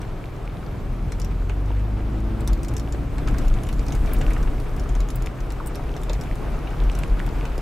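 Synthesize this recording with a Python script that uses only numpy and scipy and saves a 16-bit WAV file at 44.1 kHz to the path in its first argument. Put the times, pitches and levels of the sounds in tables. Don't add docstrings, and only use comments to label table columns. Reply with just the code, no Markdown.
import sys
import numpy as np
from scipy import signal
from scipy.fft import rfft, irfft, next_fast_len
from scipy.io import wavfile
from scipy.ndimage import uniform_filter1d, map_coordinates

SR = 44100
rng = np.random.default_rng(int(sys.argv[2]) if len(sys.argv) > 2 else 0)


def wav_record(signal):
    frames = np.transpose(np.atleast_2d(signal))
    bounded = np.clip(frames, -1, 1)
    quanta = np.round(bounded * 32767).astype(np.int16)
    wavfile.write(sys.argv[1], SR, quanta)


N = 335601

# time in seconds, firing rate in Hz.
ENGINE_SPEED = [(0, 38.6), (.7, 40.6), (1.1, 42.2), (1.42, 43.8), (1.56, 47.6), (1.7, 50), (2.2, 53.6),
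                (2.8, 56.7), (3.2, 57.9), (3.45, 59.1), (3.9, 60.6), (4.5, 62.3), (5.0, 63.5), (5.7, 62.7),
                (7.61, 63.3)]
# time in seconds, level in dB, jerkiness from 0 to 1,
# gain of the upper multiples in dB, level of the in-between multiples in dB.
ENGINE_LOAD = [(0, -23, 1, 0, -45), (.35, -29, 0.7, 0, -45), (.7, -32, .1, 5, -46), (1.1, -27, 0, 2, -48),
               (1.42, -23, 0, -5, -47), (1.65, -25, 0, -5, -47), (1.79, -22, 0, -6, -47),
               (1.92, -24, 0, -1, -47), (2.2, -24, 0, 0, -42), (2.9, -25, 0, 0, -43),
               (3.4, -24, .2, 0, -43), (3.55, -27, .3, 2, -44), (4.2, -27.5, .4, 0, -39),
               (4.5, -30, .5, 0, -44), (5.0, -27, .6, -6, -47), (5.6, -29, .8, -6, -49),
               (6.4, -30, .9, -8, -44), (7.61, -34, .7, -6, -47)]
# multiple of the firing rate, level in dB.
WHOLE_MULTIPLES = [(1, 0), (2, 0), (3, -3), (4, 0), (5, -5), (6, -6)]
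# multiple of the firing rate, level in dB.
HALF_MULTIPLES = [(1.5, 0), (2.5, 0), (3.5, -2), (4.5, -4)]
# frequency in Hz, gain in dB.
BODY_SHELL = [(39, -14), (42, 0), (46, 1), (49, 2.5), (52, 0), (57, -3), (59.5, -11), (64, -14), (82, -14),
              (87, -9), (100, -6.5), (113, -10.5), (122, -9.5), (128, -13), (150, -24), (166, -21),
              (177, -15), (188, -28), (200, -17), (218, -12), (232, -28), (250, -23), (268, -15),
              (280, -15), (290, -9), (297, -11), (303, -21), (311, -12), (322, -10), (336, -11), (345, -24)]
# time in seconds, floor pan in dB, tyres and water in dB, air hiss in dB.
GROUND_LEVELS = [(0.0, -32, -42.5, -62), (0.3, -34.5, -43, -62.5), (1.1, -29.5, -43, -62),
                 (2.2, -29.5, -42, -62.5), (3.1, -28, -42, -60), (3.35, -24, -39, -58),
                 (3.69, -27, -41.5, -58), (4.24, -23, -38.5, -54.5), (4.56, -28, -41, -58.5),
                 (5.49, -32, -41.5, -61.5), (6.32, -28, -40.5, -58), (6.61, -31, -39.5, -60),
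                 (7.2, -25.5, -39.5, -57.5), (7.61, -33, -40, -59)]
# frequency in Hz, density in dB per Hz.
PAN_SPECTRUM = [(12, -45), (20, -3.5), (48, -4), (72, -6), (97, -8), (145, -7), (176, -14.5), (225, -16.5),
                (325, -18), (381, -29.5), (439, -23.5), (600, -35), (780, -64), (1320, -120)]
# frequency in Hz, density in dB per Hz.
TYRE_SPECTRUM = [(150, -28), (250, -2.5), (413, -3.5), (511, -8), (726, -8), (898, -12), (1260, -13.5),
                 (1830, -21.5), (2270, -21.5), (2840, -26), (5000, -35), (6500, -40), (11000, -120)]
# frequency in Hz, density in dB per Hz.
AIR_SPECTRUM = [(1800, -38), (3000, -26), (3800, -22), (4500, -11.5), (6300, -9.5), (7600, -7.5),
                (10000, -11.5), (11800, -11.5), (13500, -12.5), (15300, -15.5), (16500, -39)]
# frequency in Hz, left-right likeness (1 is mono).
LIKENESS = [(60, 0.96), (99, 1), (160, 0.77), (270, 0.66), (450, 0.79), (740, 0.64), (1220, 0.75),
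            (2010, 0.7), (3330, 0.65), (5500, 0.64), (10300, 0.61), (11600, 1)]
# time in seconds, cabin air in dB, sprung body in dB.
SWAY_LEVELS = [(0, -57, -42), (.7, -48, -48), (1.1, -57, -35), (2.3, -29, -45), (3, -39, -41),
               (3.3, -30, -28.5), (4.7, -26.5, -28), (5.6, -30, -35.5), (7.61, -26.5, -27.5)]
# centre in seconds, cabin air in dB, sprung body in dB,
# length in seconds, pitch of the cabin air in Hz.
WHEEL_JOLTS = [(0.126, -42, -29, 0.053, 41), (0.464, -30, -46, 0.066, 41.05),
               (0.902, -26, -26, 0.07, 40.95), (2.52, -18, -46, 0.049, 43.25), (2.648, -50, -38, 0.049, 44),
               (3.32, -25.5, -32, 0.12, 47.64), (3.512, -20.5, -16.5, 0.064, 43.94),
               (3.81, -22, -31, 0.046, 46), (4.01, -25, -20, 0.058, 48), (4.17, -14.5, -28, 0.036, 41),
               (4.265, -18, -19, 0.035, 41), (4.448, -20, -25.5, 0.061, 43), (4.654, -25.5, -34, 0.088, 42),
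               (4.962, -17, -25.5, 0.082, 41.96), (5.25, -24, -30, 0.069, 40.87),
               (6.213, -23, -33, 0.068, 44.82), (6.564, -27, -25.5, 0.042, 38),
               (6.858, -18.5, -23, 0.061, 45), (7.128, -17, -26.5, 0.057, 45),
               (7.493, -35, -32, 0.12, 38.3)]
# frequency in Hz, density in dB per Hz.
CABIN_AIR = [(20, -54), (34, -15), (40, -1.5), (43, 1.5), (47, -10), (54, -4.5), (90, -120)]
# frequency in Hz, density in dB per Hz.
SPRUNG_BODY = [(8, -40), (18, -14), (27, 5), (33, 1.5), (44, -15), (80, -120)]
# blow in seconds, peak in dB, treble gain in dB, mode struck hardest in Hz.
TRIM_TICKS = [(0.0169, -32, -15, 5650), (1.1218, -24, -8, 3800), (1.1998, -29.5, -5, 5650),
              (1.2179, -26, -11, 5650), (1.2473, -29.5, -7, 5650), (1.4962, -33.5, -13, 3800),
              (2.4076, -35, -3, 8600), (2.4766, -19.5, -4, 5650), (2.5324, -30.5, -6, 5100),
              (2.6327, -28.5, -5, 8600), (2.6483, -30, -8, 6700), (2.6849, -31.5, -8, 6700),
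              (2.7384, -33, -2, 7500), (2.7674, -25.5, -9, 5650), (2.7813, -31, -5, 7500),
              (2.7977, -28, -7, 5650), (2.9247, -28.5, -9, 5650), (3.1832, -33, -9, 3800),
              (3.2752, -28, -15, 3800), (3.2848, -34, -9, 6700), (3.3849, -24, -4, 6700),
              (3.4187, -38, -2, 3800), (3.4823, -32, -7, 6700), (3.5403, -31, -15, 6700),
              (3.6355, -29.5, -1, 6700), (3.6688, -35, -10, 6700), (3.6893, -29, -3, 4400),
              (3.7286, -31, -7, 4400), (3.7944, -28.5, -11, 4400), (3.8659, -34, -9, 6700),
              (3.884, -29, -7, 5100), (3.9236, -28.5, -10, 6700), (3.9522, -32, -5, 5100),
              (4.0609, -36, -6, 5650), (4.1682, -38, -12, 5650), (4.2146, -31, -13, 3800),
              (4.2681, -37.5, -3, 5650), (4.2805, -40, -5, 6700), (4.3061, -35, 1, 3800),
              (4.3346, -32, -7, 6700), (4.3788, -37, -4, 7500), (4.4339, -37, -12, 7500),
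              (4.6013, -33, 0, 5650), (4.7649, -31.5, -2, 5650), (4.7976, -31.5, -4, 5650),
              (4.8384, -40, -4, 6700), (4.8921, -34, -6, 6700), (4.9525, -30.5, -8, 6700),
              (5.0053, -29, -7, 6700), (5.0881, -28.5, -7, 6700), (5.1046, -28, -5, 6700),
              (5.2228, -28.5, -1, 6700), (5.2612, -27.5, -5, 6700), (5.4054, -36, -11, 4400),
              (5.5047, -33, -14, 3800), (5.522, -34, -3, 8600), (5.7558, -28.5, -3, 5650),
              (5.9658, -31, -9, 5650), (6.017, -40, -9, 5100), (6.0347, -33.5, -2, 3800),
              (6.0967, -27.5, -16, 3800), (6.1331, -26.5, -8, 6700), (6.2125, -29.5, -7, 5650),
              (6.2373, -34, -7, 3800), (6.3559, -37, -3, 3800), (6.5909, -37, -9, 5650),
              (6.839, -38, -13, 5100), (6.9172, -33.5, -10, 3800), (6.9522, -28, -3, 6700),
              (6.9896, -26.5, -1.5, 5650), (7.0339, -31.5, -12, 7500), (7.2653, -33.5, -5, 3800),
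              (7.4536, -32, -13, 6700), (7.58, -31.5, -4, 5650)]
# frequency in Hz, level in dB.
TRIM_MODES = [(2000, 0.5), (2450, 0), (3100, -5), (3800, -0.5), (4400, -7), (5100, -0.5), (5650, 0),
              (6700, 1), (7500, 0), (8600, -3), (9500, 0), (10400, 0), (11300, 4), (12500, -3), (13700, -4),
              (15100, -18)]
# blow in seconds, peak in dB, upper-mode gain in dB, mode struck hardest in Hz.
BODY_KNOCKS = [(1.497, -24.5, -3, 2800), (2.947, -25, -12, 1850), (3.184, -31.5, 1, 3600),
               (3.278, -23, 0, 1450), (3.346, -38, -8, 2800), (3.45, -36, -13, 1450), (3.69, -29, 0, 4400),
               (3.92, -38, -10, 2050), (3.948, -30, -8, 1450), (4.028, -37, -6, 2050),
               (4.076, -30, 3, 3600), (4.106, -40, -10, 1450), (4.129, -35, -8, 2050),
               (4.146, -29, -3, 2450), (4.192, -39, -5, 2050), (4.214, -23, -2.5, 2050),
               (4.225, -31, -11, 2050), (4.281, -26, -18, 600), (4.311, -29.5, -13, 1450),
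               (4.367, -28, -20, 1450), (4.432, -36, -17, 1450), (4.476, -29, -3, 3600),
               (4.536, -29.5, -26, 600), (5.965, -30, -19, 4400), (6.087, -33, -6, 2450),
               (6.098, -23.5, -6, 3600), (6.216, -29.5, -15, 1450), (6.673, -29.5, 3, 3600),
               (7.034, -26, -6, 1850), (7.265, -33, -9, 2050), (7.455, -27, 1, 2800)]
# frequency in Hz, level in dB.
BODY_MODES = [(600, 15.5), (800, 7.5), (950, -1), (1150, -12), (1450, 11), (1850, 9), (2050, 5), (2450, 12),
              (2800, 3), (3100, 3), (3600, 2), (4400, -13)]
# start in seconds, level in dB, starting pitch in Hz, final pitch in Hz.
FALLING_TOCKS = [(3.51, -39, 1400, 1120), (4.306, -35, 2520, 1300), (4.362, -38, 2470, 1300),
                 (5.6, -30, 1600, 760), (6.423, -39, 1200, 1040)]
# blow in seconds, peak in dB, top-mode gain in dB (idle: no mode
# is above the split), mode struck hardest in Hz.
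METAL_CLINKS = [(4.1352, -23.5, -14, 11600), (5.1581, -26.5, -11, 14900), (5.662, -34, -6, 8750),
                (5.6722, -24.5, -6, 8750)]
# frequency in Hz, level in dB.
METAL_MODES = [(5200, -13), (7200, -8), (8750, 0.5), (9700, -2), (10600, -15), (11600, 1), (12400, -6),
               (13500, -13), (14300, -10), (14900, -1), (15500, -6)]
# frequency in Hz, time to fall 60 dB in seconds.
CABIN_DECAY = [(500, 0.049), (4000, 0.12), (15000, 0.016)]

SMEAR_DB = 3
HALF_GROWS_DB, HALF_FULL = 11, 0.17
SPRUNG_HZ = 26.5
SPATTER_HZ, SPATTER_SPREAD, SPATTER_CYCLES, SPATTER_DB = 1500, .7, 1.5, -49
LEAD_S, LEAD_DB = .003, -10.5
PRESS_DB, PRESS_T60 = -19, .03
HARDEST_DB = 4
TRIM_T60, METAL_T60, BODY_T60 = .0035, .0045, .006
TOCK_T60, TOCK_RISE_S, TOCK_ROUGH = .03, .001, .5
TOP_HZ = 16000


def amp(db):
    return 10 ** (np.asarray(db) / 20)


def unit(x):
    return x / np.sqrt(np.mean(x ** 2) + 1e-20)


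def along(points, hz):
    f, v = np.transpose(points)
    return np.interp(np.log(hz + 1), np.log(f + 1), v)


def curves(rows):
    s, *cols = np.transpose(rows)
    return [np.interp(np.arange(N) / SR, s, c) for c in cols]


def wobble(rate):
    knots = rng.standard_normal(int(N * rate / SR) + 4)
    return map_coordinates(knots, [np.arange(N) * rate / SR])


def filtered(x, response):
    m = next_fast_len(N + SR // 2)
    return irfft(rfft(x, m) * response(np.fft.rfftfreq(m, 1 / SR)), m)[..., :N]


def engine():
    (rate_hz,) = curves(ENGINE_SPEED)
    load_db, jerk, upper_db, half_db = curves(ENGINE_LOAD)
    wavering_hz = rate_hz * (1 + 0.01 * jerk * wobble(8))
    turn = 2 * np.pi * np.cumsum(wavering_hz) / SR
    calm_db = HALF_GROWS_DB * np.maximum(1 - jerk / HALF_FULL, 0)
    lines = []
    for k, db in WHOLE_MULTIPLES:
        tilt_db = (upper_db - SMEAR_DB * jerk * (k - 2)) * (k > 2)
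        lines.append((k, load_db + db + along(BODY_SHELL, k * rate_hz) + tilt_db))
    for k, db in HALF_MULTIPLES:
        lines.append((k, half_db + db + (upper_db - calm_db) * (k > 3)))
    out = np.zeros(N)
    for k, db in lines:
        strength = np.sqrt(2) * amp(db + 1.6 * jerk * wobble(8))
        out += strength * np.sin(k * turn + k * k)
    return out


def rush(spectrum, patchy_db):
    z = signal.stft(rng.standard_normal((2, N)), nperseg=512)[2]
    field = uniform_filter1d(rng.standard_normal(z.shape[1:]), size=6, axis=0)
    field = uniform_filter1d(field, size=8, axis=1)
    pair = signal.istft(z * amp(patchy_db * unit(field)), nperseg=512)[1][:, :N]

    def mid_side(hz):
        angle = np.arccos(np.clip(along(LIKENESS, hz), -1, 1)) / 2
        return amp(along(spectrum, hz)) * [np.cos(angle), np.sin(angle)]

    mid, side = filtered(pair, mid_side)
    return unit(np.array([mid + side, mid - side]))


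def ground():
    pan_db, tyre_db, air_db = curves(GROUND_LEVELS)
    shake = wobble(22)
    pan = amp(pan_db - 1.5 + 1.4 * shake) * rush(PAN_SPECTRUM, patchy_db=0.1)
    tyres = amp(tyre_db + 3.5 + 0.69 * shake + 0.52 * wobble(40)) * rush(TYRE_SPECTRUM, patchy_db=0.43)
    air = amp(air_db + .5 * shake) * rush(AIR_SPECTRUM, patchy_db=2)
    return pan + tyres + air


def spatter(count=1600):
    odds = np.cumsum(amp(4 * curves(GROUND_LEVELS)[1]))
    when, size, side = rng.random((count, 3)).T
    hz = (SPATTER_HZ * np.exp(SPATTER_SPREAD * rng.standard_normal(count)))[:, None]
    t = np.arange(SR // 100) / SR
    level = amp(SPATTER_DB - 5 * np.log(size + 1e-3))[:, None]
    grains = level * np.exp(-t * hz / SPATTER_CYCLES) * np.sin(2 * np.pi * hz * t)
    at = (np.searchsorted(odds, when * odds[-1])[:, None] + np.arange(len(t))).ravel()
    channels = []
    for share in (side, 1 - side):
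        weighted = grains * (.5 + share[:, None])
        channels.append(np.bincount(at, weighted.ravel(), N + SR)[:N])
    return np.array(channels)


def kicked(spectrum):
    x = filtered(rng.standard_normal(N), lambda hz: amp(along(spectrum, hz)))
    swing = np.abs(signal.hilbert(x, next_fast_len(N))[:N])
    return unit(x / (swing + 0.27 * swing.mean()) ** 0.39)


def boom():
    t = np.arange(N) / SR
    air, body = amp(curves(SWAY_LEVELS))
    out = air * kicked(CABIN_AIR) + body * kicked(SPRUNG_BODY)
    phases = rng.random((len(WHEEL_JOLTS), 2))
    for (s, air_db, body_db, length_s, air_hz), phase in zip(WHEEL_JOLTS, phases):
        turns = np.outer([air_hz, SPRUNG_HZ], t) + phase[:, None]
        swings = amp([[air_db], [body_db]]) * np.sin(2 * np.pi * turns)
        swell = np.exp(-((t - s) / length_s) ** 2)
        out = out + np.sqrt(2) * swell * swings.sum(axis=0)
    return out


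def by_chance(modes, count, low_db, upper_db):
    odds = np.cumsum(amp(5 * curves(GROUND_LEVELS)[1]))
    draws = rng.random((count, 4))
    start_s = np.searchsorted(odds, draws[:, 0] * odds[-1]) / SR
    hardest_hz = np.transpose(modes)[0][(draws[:, 3] * len(modes)).astype(int)]
    return np.column_stack([start_s, low_db + 8 * draws[:, 1], upper_db + 8 * draws[:, 2], hardest_hz])


def struck(events, modes, t60, split_hz, chatter_db, chatter_s, scatter_db):
    hz, db = np.transpose(modes)[:, :, None]
    out, t, lead = np.zeros(N + SR), np.arange(SR // 10) / SR, round(LEAD_S * SR)
    rise = amp(LEAD_DB) * (t / LEAD_S) ** 2
    grind = amp(PRESS_DB - 60 * (t - LEAD_S) / PRESS_T60)
    chatter = amp(chatter_db - 60 * t / chatter_s)
    force = np.where(t < LEAD_S, rise, grind + chatter)
    for s, peak_db, upper_db, hardest_hz in events:
        distance = np.abs(hz - hardest_hz)
        hardest = distance == distance.min()
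        level_db = db + scatter_db * rng.standard_normal(hz.shape)
        level_db = level_db + (hz > split_hz) * upper_db + HARDEST_DB * hardest
        sign = np.sign(rng.standard_normal(hz.shape))
        ring = (amp(level_db - 60 * t / t60) * sign * np.sin(2 * np.pi * hz * t)).sum(axis=0)
        push = force * rng.standard_normal(len(t))
        push[lead] = 1
        blow = signal.fftconvolve(push, ring)
        start = max(round(s * SR) - lead, 0)
        out[start:][:len(blow)] += amp(peak_db) * blow / np.abs(blow).max()
    return out[:N]


def trim_ticks():
    events = [*TRIM_TICKS, *by_chance(TRIM_MODES, count=85, low_db=-52.0, upper_db=-9)]
    return struck(events, TRIM_MODES, TRIM_T60, split_hz=9000, chatter_db=-31, chatter_s=0.08, scatter_db=1.5)


def body_knocks():
    events = [*BODY_KNOCKS, *by_chance(BODY_MODES, count=340, low_db=-43, upper_db=-10)]
    return struck(events, BODY_MODES, BODY_T60, split_hz=1700, chatter_db=-22.5, chatter_s=0.1, scatter_db=1.5)


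def tocks():
    out, t = np.zeros(N + SR), np.arange(SR // 20) / SR
    for s, level_db, from_hz, to_hz in FALLING_TOCKS:
        hz = to_hz + (from_hz - to_hz) * np.exp(-t / 0.00687)
        flutter = np.convolve(rng.standard_normal(len(t)), np.hanning(len(t) // 30), 'same')
        rough = 1 + TOCK_ROUGH * unit(flutter)
        envelope = amp(level_db - 60 * (t / TOCK_T60) ** 2) * (1 - np.exp(-t / TOCK_RISE_S))
        tone = np.sin(2 * np.pi * np.cumsum(hz) / SR)
        out[round(s * SR):][:len(t)] += rough * envelope * tone
    return out[:N]


def metal_clinks():
    return struck(METAL_CLINKS, METAL_MODES, METAL_T60, split_hz=19000,
                  chatter_db=-23, chatter_s=0.07, scatter_db=1.5)


def cabin(x):
    hz, t, z = signal.stft(rng.standard_normal((2, SR // 4)), SR, nperseg=128)
    decay = amp(-60 * t / along(CABIN_DECAY, hz)[:, None])
    tail = signal.istft(z * decay, SR, nperseg=128)[1]
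    delayed = np.pad(x, (60, 0))[None]
    return signal.fftconvolve(delayed, tail / np.linalg.norm(tail[0]), axes=1)[:, :N]


def rattles():
    hits = trim_ticks() + body_knocks() + tocks() + metal_clinks()
    return amp(0.5) * hits + amp(-7.5) * cabin(hits)


def scene():
    bright = engine() + ground() + spatter() + rattles()
    return bright * amp([[.3], [-.3]]) + boom() * amp([[.6], [-.6]])


def record(dry):
    return filtered(dry, lambda hz: hz < TOP_HZ)


dry = scene()
out = record(dry)
wav_record(out)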